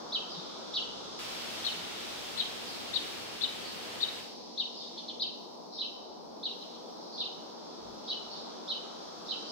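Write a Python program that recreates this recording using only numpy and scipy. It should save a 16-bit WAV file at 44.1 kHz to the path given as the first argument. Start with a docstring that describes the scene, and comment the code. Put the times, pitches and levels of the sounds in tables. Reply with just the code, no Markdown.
"""First come a distant town drone, a machine hum and hissing leaves, the steady sound of a backyard.
Almost at once a chipmunk some metres away starts repeating its chip, a whistle that arches up and
drops steeply. Leaves and a wall scatter each chip, and a second caller chips from far off.
A few soft thuds sound, a broader hiss comes in for three seconds, and later four tiny peeps
fall between the chips."""
import sys
import numpy as np
from scipy import signal
from scipy.fft import rfft, irfft
from scipy.io import wavfile
from scipy.ndimage import uniform_filter1d

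SR = 44100
rng = np.random.default_rng(int(sys.argv[2]) if len(sys.argv) > 2 else 0)


def master_out(mix):
    """Clip the mix to full scale and print it as 16-bit PCM to the path in sys.argv[1]."""
    frames = np.transpose(np.atleast_2d(mix))
    ceiling = np.clip(frames, -1, 1)
    pcm = np.round(ceiling * 32767).astype(np.int16)
    wavfile.write(sys.argv[1], SR, pcm)


N = 419391
T = np.arange(N) / SR


def undb(db):
    """Turn decibels into a number to multiply a sound by."""
    return 10 ** (np.asarray(db) / 20)


def pan(db):
    """Left and right gains that make the left side db louder than the right."""
    return undb(np.array([[db], [-db]]) / 2)


def add(out, start_s, sound):
    """Mix a stereo sound in at its start time."""
    i = max(int(start_s * SR), 0)
    out[:, i:i + sound.shape[1]] += sound[:, :max(N - i, 0)]


def wander(rate_hz, size=N):
    """A smooth random wobble, typically about 1 either side of zero."""
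    hold = max(int(SR / rate_hz), 1)
    steps = np.repeat(rng.standard_normal(size // hold + 2), hold)
    return 1.248 * uniform_filter1d(uniform_filter1d(steps, hold), hold)[:size]


def noise(spectrum, likeness, flicker_db):
    """Noise shaped by (pitch_hz, level_db) points; likeness is how alike the two sides are."""
    hz, db = np.transpose(spectrum)
    octave = np.log2(np.maximum(np.fft.rfftfreq(N, 1 / SR), 1))
    mid, side = rfft(rng.standard_normal((2, N))) * undb(np.interp(octave, np.log2(hz), db))
    stereo = np.sqrt(1 + likeness) * mid + np.sqrt(1 - likeness) * side * np.array([[1], [-1]])
    out = 0
    for centre in range(4, 16, 2):  # each band, low to high, flickers on its own
        band = irfft(stereo * np.maximum(1 - abs(octave - centre) / 2, 0), N)
        out = out + band * undb(flicker_db * wander(6))
    return out / np.sqrt(np.mean(out ** 2))


# How strong the town's drone is from low to high: pitch_hz, relative_db
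DRONE_SPECTRUM = [(40, -35.5), (125, -41), (150, -18.5), (172, -7.5), (205, -6), (270, -6.5), (330, -4),
                  (420, -3.5), (560, -5), (820, -5), (1000, -9.5), (1180, -15.5), (1400, -26), (2200, -62)]
# How the tyre noise rises and falls: time_s, relative_db
TYRE_LEVELS = [(0.0, -53.5), (2.49, -58), (4.07, -60), (4.34, -76), (6.22, -69.5), (6.35, -66.5),
               (8.57, -57.5), (9.5, -56)]

def town():
    """Distant traffic and machinery: a wash of tyres over a drone that follows it a little."""
    traffic_db = np.interp(T, *np.transpose(TYRE_LEVELS))
    drone_db = -46.5 + 0.12 * (traffic_db - traffic_db.mean())
    drone = noise(DRONE_SPECTRUM, likeness=-0.089, flicker_db=0.9) * undb(drone_db)
    tyre_spectrum = [(400, -42), (900, -6), (1250, 2), (1600, -9.5), (2200, -22.5), (3500, -50.5)]
    tyres = noise(tyre_spectrum, likeness=0.02, flicker_db=0.5) * undb(traffic_db + 1.5)
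    return pan(1.86) * (drone + tyres)


# Moments when the low rumble swells: start_s, length_s, level_db
RUMBLE_SWELLS = [(0, 4.2, -68.3), (7.796, 0.15, -66), (8.995, .25, -71.5)]

def town_rumble():
    """A faint rumble and the low tone of mains electricity swell and sink back together."""
    rest_db, rise_s, fade_s, mains_hz = -78, .04, 0.0704, 118.6
    gain = undb(rest_db)
    for start_s, length_s, level_db in RUMBLE_SWELLS:
        rise = np.clip((T - start_s) / rise_s, 0, 1)
        fade = np.exp(-np.maximum(T - start_s - length_s, 0) / fade_s)
        gain = np.hypot(gain, undb(level_db) * rise * fade)
    spectrum = [(20, -4.5), (70, -1), (130, -3), (200, 1), (500, -61.5), (2000, -93)]
    rumble = noise(spectrum, likeness=.1, flicker_db=5)
    mains = undb(-3.5 + 2 * wander(2.9)) * np.sin(2 * np.pi * mains_hz * T + .5 * wander(4.6))
    return pan(-3) * (rumble + mains) * gain


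# The tones of the machine: pitch_hz, level_db, left_minus_right_db
HUM_TONES = [(234.4, -64.5, -15), (296.4, -68, 0), (486, -65, 1.5), (1000, -66.5, 7.5)]

def machine_hum():
    """A far machine whose tones waver on their way to each ear."""
    out = np.zeros((2, N))
    for pitch_hz, level_db, pan_db in HUM_TONES:
        for ear in range(2):
            phase = 2 * np.pi * pitch_hz * T + 0.86 * wander(5)
            gain = pan(pan_db)[ear] * undb(level_db + 0.83 * wander(4))
            out[ear] += gain * np.sqrt(2) * np.sin(phase)
    return out


# How strong the fine leaf hiss is from low to high: pitch_hz, relative_db
FINE_LEAF_SPECTRUM = [(2000, -19), (3200, -23), (3900, 0), (4550, 2.5), (5100, 1.5), (5600, 1.5),
                      (6200, -11.5), (7000, -25), (8000, -34), (10000, -39), (15500, -49)]
# How the breeze rises and falls: time_s, strength_db
BREEZE_STRENGTH = [(0, 1.5), (1.7, 3.5), (4.4, -1), (5.0, -0.2), (5.6, -3.5), (6.3, -4), (6.7, -1),
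                   (7.05, -2), (7.75, -0.5), (9.5, 1.3)]

def leaves():
    """Leaves hiss in the breeze over a faint even hiss; the lower and brightest parts swing most."""
    breeze_db = np.interp(T, *np.transpose(BREEZE_STRENGTH))
    lower_spectrum = [(1200, -25), (2300, -13), (2900, -9), (3450, 1), (4000, -3.5), (5000, -19),
                      (7000, -18.5), (10000, -30), (15000, -47)]
    bright_spectrum = [(4500, -23), (5900, 4), (6700, 1), (7400, -10), (8200, -22), (12000, -39)]
    fine = noise(FINE_LEAF_SPECTRUM, likeness=-0.33, flicker_db=1.3) * undb(-51.5 + breeze_db)
    lower = noise(lower_spectrum, likeness=0.047, flicker_db=1.1) * undb(-57.5 + 2.57 * breeze_db)
    bright = noise(bright_spectrum, likeness=0, flicker_db=0.5) * undb(-65.5 + 1.85 * breeze_db)
    even = noise([(1000, 2), (8000, 0.82), (15500, -1)], likeness=0.02, flicker_db=1.7) * undb(-71.5)
    return fine + lower + bright + even


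def whistle(shape, shift_hz, top_db, drop_db, roughness):
    """A nearly pure tone that arches up and down, with a fast tremble in pitch and loudness."""
    time_s, pitch_hz, level_db = np.transpose(shape)
    t = np.arange(SR // 10) / SR
    arch_hz = np.interp(t, time_s, pitch_hz)
    # the top of the arch and its low end can each be voiced louder or softer
    accent_db = np.interp(arch_hz, [3100, 3600, 4000, 4400], [drop_db, 0, 0, top_db])
    gain = undb(np.interp(t, time_s, level_db) + accent_db + 2 * wander(500, size=len(t)))
    edge_fade = np.clip(np.minimum(t, time_s[-1] - t) / .002, 0, 1)
    trembling_hz = (arch_hz + shift_hz) * (1 + roughness * wander(900, size=len(t)))
    return edge_fade * gain * np.sin(2 * np.pi * np.cumsum(trembling_hz) / SR)


def echoes(delay_s, rise_s, fade_s):
    """Many tiny echoes that build up, then die away by 60 dB over fade_s."""
    t = np.maximum(np.arange(SR) / SR - delay_s, 0)
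    shape = (1 - np.exp(-t / rise_s)) * np.exp(-np.log(1000) * t / fade_s)
    return rng.standard_normal((2, SR)) * shape / np.sqrt(np.sum(shape ** 2))


def reflect(sound, pattern):
    """Send a mono sound through a stereo pattern of echoes."""
    return signal.fftconvolve(sound[None], pattern, axes=1)


# The path of one far whistle: time_s, pitch_hz, relative_db
FAR_CHIP_SHAPE = [(0, 4270, 6), (.012, 4900, -0.5), (.03, 4370, -5.5), (.05, 3950, -1.5), (.065, 3500, 3.5)]
# Each far call: start_s, relative_db, pitch_shift_hz
FAR_CALLS = [(.085, -48, 503), (.29, -43.5, -4), (.71, -48.5, 603), (2.659, -44.5, 0), (3.629, -47, -3),
             (4.744, -42.5, 3), (5.714, -43, -4), (7.12, -44.5, 1), (8.052, -46, 394), (8.29, -44.5, -1),
             (8.655, -48, 400), (9.251, -48, 395), (9.47, -43.5, 202)]

def far_caller():
    """Higher chips that arrive only as a smear through the trees."""
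    out = np.zeros((2, N))
    boost_db = 4.5
    for start_s, relative_db, shift_hz in FAR_CALLS:
        call = whistle(FAR_CHIP_SHAPE, shift_hz, top_db=0, drop_db=0, roughness=.075)
        trees = echoes(delay_s=0, rise_s=0.0085, fade_s=0.72)
        add(out, start_s, undb(relative_db + boost_db) * reflect(call, trees))
    return out


def yard(call, pan_db, scatter_db):
    """A call arrives directly and by one close bounce; leaves, a wall and trees add echoes."""
    foliage = undb(-3) * echoes(delay_s=.006, rise_s=.002, fade_s=.15)
    wall = undb(-10) * echoes(delay_s=.052, rise_s=.001, fade_s=.06)
    trees = undb(-8) * echoes(delay_s=.025, rise_s=.017, fade_s=.79)
    scattered = reflect(call, undb(scatter_db) * (foliage + wall + trees))
    paths = np.zeros((2, SR))
    lag = int(np.clip(3 * pan_db, -17, 17))
    arrival = np.array([max(-lag, 0), max(lag, 0)])  # the louder side hears it first
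    paths[[0, 1], arrival] = pan(pan_db)[:, 0]
    bounce = int(.007 * SR) + rng.integers(0, 12, size=2)
    paths[[0, 1], arrival + bounce] = undb(-3) * pan(pan_db)[:, 0]
    # sound skimming the ground mixes with its reflection, favouring the middle of the arch
    skimmed = signal.lfilter(*signal.iirpeak(3850, 4.2, fs=SR), call)
    return reflect(skimmed, paths) + scattered


# The path of one near whistle: time_s, pitch_hz, relative_db
CHIP_SHAPE = [(0, 3280, -12.5), (.008, 3920, -8), (.019, 4560, -10), (.024, 4350, -11), (.028, 3855, 2.5),
              (.034, 3760, -2.5), (.038, 3110, -9), (.046, 3000, -9.5), (.057, 2490, -26.5)]
# Each near call: start_s, direct_db, left_minus_right_db, top_accent_db, drop_accent_db
CHIP_CALLS = [(.12, -24, .5, 1, 6.5), (0.735, -26, 0.5, 3, 7.5), (1.639, -26.5, 11, 4, 3),
              (2.37, -24.5, 8, 1, 0), (2.932, -24, 11, 2, 0), (3.409, -23.5, 11.5, -2, 0.5),
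              (4.003, -24.5, 11.5, 0, -1), (4.572, -25, 4, 0.5, 1), (5.194, -27.5, 4, 8, 2),
              (5.783, -26.5, -0.5, 1, 2.5), (6.428, -27.5, 0, -2.5, -1.5), (7.177, -28, -1, -0.5, 1.5),
              (8.076, -31, -4, -1, 3.5), (8.679, -27.5, -4, 3, 2), (9.282, -28, -4, 1, 3)]

def chipmunk():
    """The main caller: the same arch each time, heard more or less directly, from changing sides."""
    out = np.zeros((2, N))
    echo_db = -25  # the yard scatters every chip equally, however shaded the direct path is
    for start_s, direct_db, pan_db, top_db, drop_db in CHIP_CALLS:
        call = whistle(CHIP_SHAPE, 0, top_db, drop_db, roughness=.033)
        add(out, start_s, undb(direct_db) * yard(call, pan_db, echo_db - direct_db))
    return out


# Each thud: middle_s, pitch_hz, level_db, half_length_s
LOW_THUDS = [(0.386, 175, -41, 0.012), (1.785, 170, -53, 0.033), (4.94, 340, -52, 0.035),
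             (8.996, 175, -59, 0.022)]

def thuds():
    """Soft, rounded thuds, each a low tone that briefly swells and fades."""
    out = np.zeros((2, N))
    for middle_s, pitch_hz, level_db, half_length_s in LOW_THUDS:
        swell = np.exp(-((T - middle_s) / half_length_s) ** 2)
        out += undb(level_db) * swell * np.sin(2 * np.pi * pitch_hz * T)
    return out


# How strong the broad hiss is from low to high: pitch_hz, relative_db
HISS_SPECTRUM = [(30, -19), (100, 1.5), (250, -6.5), (700, -6), (1300, 0.5), (2000, 0.5), (3200, 4.5),
                 (4500, -1), (6000, -7), (8000, -8.5), (11000, -14.5), (15500, -17)]

def broad_hiss():
    """A wide hiss starts suddenly, sags a little for three seconds, then fades fast."""
    start_s, fade_start_s = 1.19, 4.19
    sag_db_per_s, fade_db_per_s = 0.77, 81
    level_db = -42.5 - sag_db_per_s * (T - start_s) - fade_db_per_s * np.maximum(T - fade_start_s, 0)
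    return noise(HISS_SPECTRUM, likeness=0.02, flicker_db=.9) * undb(level_db) * (T > start_s)


# The path of one peep: time_s, pitch_hz, relative_db
PEEP_SHAPE = [(0, 3235, -15), (.004, 3730, -5), (.009, 4236, 0.5), (.014, 3670, -9.5), (.018, 3270, -7.5),
              (.021, 2680, -14)]
# Each peep: start_s, level_db
PEEP_CALLS = [(4.973, -35), (5.080, -33), (6.614, -39), (6.736, -43.5)]

def peeps():
    """Pairs of very short, soft, scratchy whistles that echo in the yard."""
    out = np.zeros((2, N))
    for start_s, level_db in PEEP_CALLS:
        note = whistle(PEEP_SHAPE, 0, top_db=-1, drop_db=9, roughness=0.06)
        add(out, start_s, undb(level_db) * yard(note, pan_db=0, scatter_db=0))
    return out


def scene():
    """The calls, thuds and broad hiss over the backyard's steady sound."""
    calls = chipmunk() + peeps() + far_caller()
    background = town() + town_rumble() + machine_hum() + leaves()
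    return calls + background + thuds() + broad_hiss()


def record(dry):
    """A steep filter cuts off the very highest treble."""
    top_hz = 15750
    return signal.sosfilt(signal.ellip(12, .1, 70, top_hz, fs=SR, output="sos"), dry)


dry = scene()
out = record(dry)
master_out(out)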